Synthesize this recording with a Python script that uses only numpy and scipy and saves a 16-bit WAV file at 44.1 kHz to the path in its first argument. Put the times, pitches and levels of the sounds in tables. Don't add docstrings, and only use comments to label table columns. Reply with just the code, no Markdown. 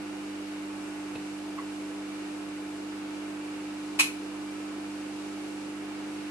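import sys
import numpy as np
from scipy import signal
from scipy.fft import rfft, irfft
from scipy.io import wavfile
from scipy.ndimage import uniform_filter1d

SR = 44100
rng = np.random.default_rng(int(sys.argv[2]) if len(sys.argv) > 2 else 0)


def dump(signal):
    limited = np.clip(np.atleast_2d(signal).T, -1, 1)
    pcm = np.round(limited * 32767).astype(np.int16)
    wavfile.write(sys.argv[1], SR, pcm)


N = 277830
TIME = np.arange(N) / SR

MAINS_HZ = 49.964
# (multiple of the mains [1], left level [dB RMS], right level [dB RMS])
HUM_LINES = [(1, -71.0, -70.3), (2, -63.1, -63.9), (3, -66.8, -65.1), (4, -53.0, -49.8), (5, -69.3, -70.7),
             (6, -39.0, -36.9), (7, -58.3, -54.4), (8, -56.5, -56.4), (10, -66.4, -57.8),
             (11, -64.1, -69.6), (13, -67.7, -66.1), (14, -62.3, -64.5), (15, -68.3, -61.1),
             (17, -65.9, -58.2), (18, -64.5, -61.0)]
# (multiple of the mains [1], left [dB RMS], right [dB RMS])
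WHINE_LINES = [(54, -75, -69), (56, -75, -66)]
FAINT_MULTIPLES = range(9, 40)
FAINT_DB, FAINT_SLOPE_DB, FAINT_SCATTER_DB = -70, -0.2874, 4
IN_STEP_HZ, SCRAMBLE_RAD = 430, .9

# (frequency [Hz], left [dB per Hz], right [dB per Hz], likeness of channels [-1..1])
WASH_SPECTRUM = [(20, -103, -103, .3), (60, -93, -93, .1), (132, -83, -83, -0.23), (198, -77.5, -79, 0.32),
                 (250, -82.5, -77, 0.29), (360, -86, -77.5, 0.69), (575, -79, -77.5, 0.28),
                 (1230, -81, -79.5, 0.43), (2010, -84, -82.5, -0.036), (2230, -82.5, -80.5, 0.11),
                 (2920, -84, -83, 0.027), (3220, -87, -88, -0.31), (4640, -88.5, -90, 0.1),
                 (6540, -92, -93, -0.072), (8270, -92.5, -92.5, 0.019), (10500, -97, -97, -0.11),
                 (11900, -100, -100, 0.23), (12300, -103, -103, -0.1)]
# (frequency [Hz], width [Hz], left level [dB RMS], right level [dB RMS])
WAVERING_TONES = [(274, 4.2, -60, -61), (303.4, 9.7, -56.5, -71), (334.3, 4.2, -56, -58.5),
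                  (369, 14, -59.5, -54), (400.3, 11.4, -56, -79), (490, 3.2, -60.5, -66),
                  (662, 2.9, -71, -69), (1120, 75, -82, -88.5), (1312, 4, -84, -57.5),
                  (1467, 3.3, -61.5, -66.5), (2355, 9.3, -61.5, -69), (6730, 120, -74, -74),
                  (7730, 61, -72, -76)]

BUBBLES_A_SECOND, BUBBLE_HZ, BUBBLE_DB, BUBBLE_S = 10, 8000, -57, .006

# (frequency [Hz], width [Hz], gain at centre [dB])
BUMP_RING = [(198, 150, 1.5), (600, 430, -26), (2600, 130, -4), (3930, 700, -12.5)]
KNOCK_RING = [(660, 120, -17), (990, 70, -9), (1095, 72, -1), (1320, 100, -14), (2050, 160, -11.5)]
SNAP_RING = [(550, 350, -20), (915, 55, -4.5), (1080, 110, -6.5), (1320, 50, -7.5), (1750, 69, -8),
             (2230, 150, -11), (2500, 170, 8.5), (3000, 250, -5.5), (4100, 280, -3.5), (7000, 4400, -6.5),
             (8300, 190, -25), (9700, 130, -8), (11200, 4400, -11.5)]
# (delay [s], level [dB])
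ROOM_PATHS = [(0, -12), (.0027, -5), (.0058, -2.5), (.0074, 0), (.0093, -5.5), (.0162, -1), (0.02, -2.5)]
# (time [s], level [dB], fading of later paths [dB/s], likeness of tail [-1..1],
#                     left minus right [dB], left lateness [s], tail level [dB])
BLOW_SETTINGS = [(1.151, 6, 500, .5, -1.5, .00003, -37), (1.580, 10, 200, .3, -2.5, 0.00013, -37),
                 (3.99, 14.5, 13, -0.23, -4, 0.00012, -31)]
PUSH_HZ = 5500
SCRAPE_T60_S, SCRAPE_DB = .02, 8.
ROOM_T60_S, ROOM_RISE_S = 0.29, 0.0016
TREBLE_HZ, TREBLE_FADE_DB_S = 4000, 32

TOP_HZ = 12500


def undb(db):
    return 10 ** (np.asarray(db) / 20)


def walk(rate):
    hold = int(SR / rate)
    held = np.repeat(rng.standard_normal(N // hold + 1), hold)
    slewed = uniform_filter1d(uniform_filter1d(held, hold), hold)
    return 1.3 * slewed[:N]


def pair(like, size):
    mid, side = rfft(rng.standard_normal((2, size)))
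    like = np.clip(like, -1, 1)
    shared = np.sqrt((1 + like) / 2) * mid
    opposed = np.sqrt((1 - like) / 2) * side
    return np.array([shared + opposed, shared - opposed])


def resonance(f, hz, width):
    return 1j * f * width / (hz ** 2 - f ** 2 + 1j * f * width)


def faint_lines():
    strong = [round(row[0]) for row in HUM_LINES]
    lines = []
    for multiple in FAINT_MULTIPLES:
        if multiple not in strong:
            scatter = FAINT_SCATTER_DB * rng.standard_normal(2)
            left_db, right_db = FAINT_DB + FAINT_SLOPE_DB * multiple + scatter
            lines.append((multiple, left_db, right_db))
    return lines


def motors():
    mains_phase = 2 * np.pi * MAINS_HZ * TIME + .015 * walk(1.5)
    out = np.zeros((2, N))
    for multiple, left_db, right_db in HUM_LINES + WHINE_LINES + faint_lines():
        phase = round(multiple) * mains_phase + np.pi * round(multiple) ** 2 / 8
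        lead = SCRAMBLE_RAD * rng.standard_normal() * (multiple * MAINS_HZ > IN_STEP_HZ)
        swing = np.sqrt(2) * undb(.3 * walk(3))
        left = undb(left_db) * np.cos(phase + lead)
        right = undb(right_db) * np.cos(phase)
        out += swing * np.array([left, right])
    return out


def wash():
    f = np.fft.rfftfreq(N, 1 / SR) + 1e-3
    hz, *columns = np.transpose(WASH_SPECTRUM)
    left_db, right_db, like = (np.interp(np.log(f), np.log(hz), c) for c in columns)
    broad = pair(like, N) * undb([left_db, right_db]) * np.sqrt(SR / 2)
    out = np.zeros((2, N))
    for octave in range(4, 15):
        band = np.clip(1 - np.abs(np.log2(f) - octave), 0, 1)
        flicker = undb(.7 * walk(10))
        out += flicker * irfft(broad * band, N)
    power = 0
    for tone_hz, width, *levels_db in WAVERING_TONES:
        density = undb(levels_db)[:, None] ** 2 * SR / (np.pi * width)
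        power = power + density * np.abs(resonance(f, tone_hz, width)) ** 2
    return out + irfft(pair(0.81, N) * np.sqrt(power), N)


def bubbles():
    out, t = np.zeros((2, N + 2048)), np.arange(2048) / SR
    for when, pitch, size, side in rng.random((int(BUBBLES_A_SECOND * N / SR), 4)):
        hz = BUBBLE_HZ * 2 ** (1.2 * (pitch - .5))
        envelope = t / BUBBLE_S * np.exp(1 - t / BUBBLE_S)
        ring = np.sin(2 * np.pi * hz * t * (1 + 1.5 * t)) * envelope
        gain = undb(BUBBLE_DB - 10 * size) * np.sqrt([[side], [1 - side]])
        start = int(when * N)
        out[:, start:start + len(t)] += gain * ring
    return out[:, :N]


def ringing_body(modes, f, t):
    size = len(t)
    power = sum(np.abs(undb(db) * resonance(f + 1, hz, width)) ** 2 for hz, width, db in modes)
    fold = irfft(np.log(power), size) * (t < t[size // 2])
    fold[0] /= 2
    return np.exp(rfft(fold))


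def room_tail(hits, t, f, like, tail_db):
    size = len(t)
    tail = (1 - np.exp(-t / ROOM_RISE_S)) * undb(tail_db - 60 * t / ROOM_T60_S)
    tail = tail + undb(tail_db + SCRAPE_DB - 60 * t / SCRAPE_T60_S)
    swell = np.sqrt(np.abs(signal.fftconvolve(hits ** 2, tail ** 2)[:size]))
    noise = pair(like, size)
    low = 1 / (1 + (f / TREBLE_HZ) ** 4)
    bass = irfft(noise * low, size)
    treble = irfft(noise * (1 - low), size) * undb(-TREBLE_FADE_DB_S * t)
    return rfft(swell * (bass + treble))


def struck(modes, when_s, blow_db, fade_db_s, like, pan_db, lag_s, tail_db):
    size, start = SR // 2, int(when_s * SR)
    t, f = np.arange(size) / SR, np.fft.rfftfreq(size, 1 / SR)
    hits = np.zeros(size)
    for delay_s, path_db in ROOM_PATHS:
        hits[int(delay_s * SR)] += undb(blow_db + path_db - fade_db_s * delay_s)
    push = rfft(hits) / (1 + 1j * f / PUSH_HZ) ** 4
    lateness = np.exp(-2j * np.pi * f * np.array([[lag_s], [0]]))
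    early = push * lateness * undb([[pan_db / 2], [-pan_db / 2]])
    heard = (early + room_tail(hits, t, f, like, tail_db)) * ringing_body(modes, f, t)
    out = np.zeros((2, N))
    out[:, start:start + size] = irfft(heard, size)
    return out


def scene():
    out = motors() + wash() + bubbles()
    for modes, blow in zip((BUMP_RING, KNOCK_RING, SNAP_RING), BLOW_SETTINGS):
        out += struck(modes, *blow)
    return out


def record(dry):
    soft = signal.sosfilt(signal.butter(10, 12000, fs=SR, output="sos"), dry)
    return signal.sosfilt(signal.ellip(10, .2, 80, TOP_HZ, fs=SR, output="sos"), soft)


dry = scene()
out = record(dry)
dump(out)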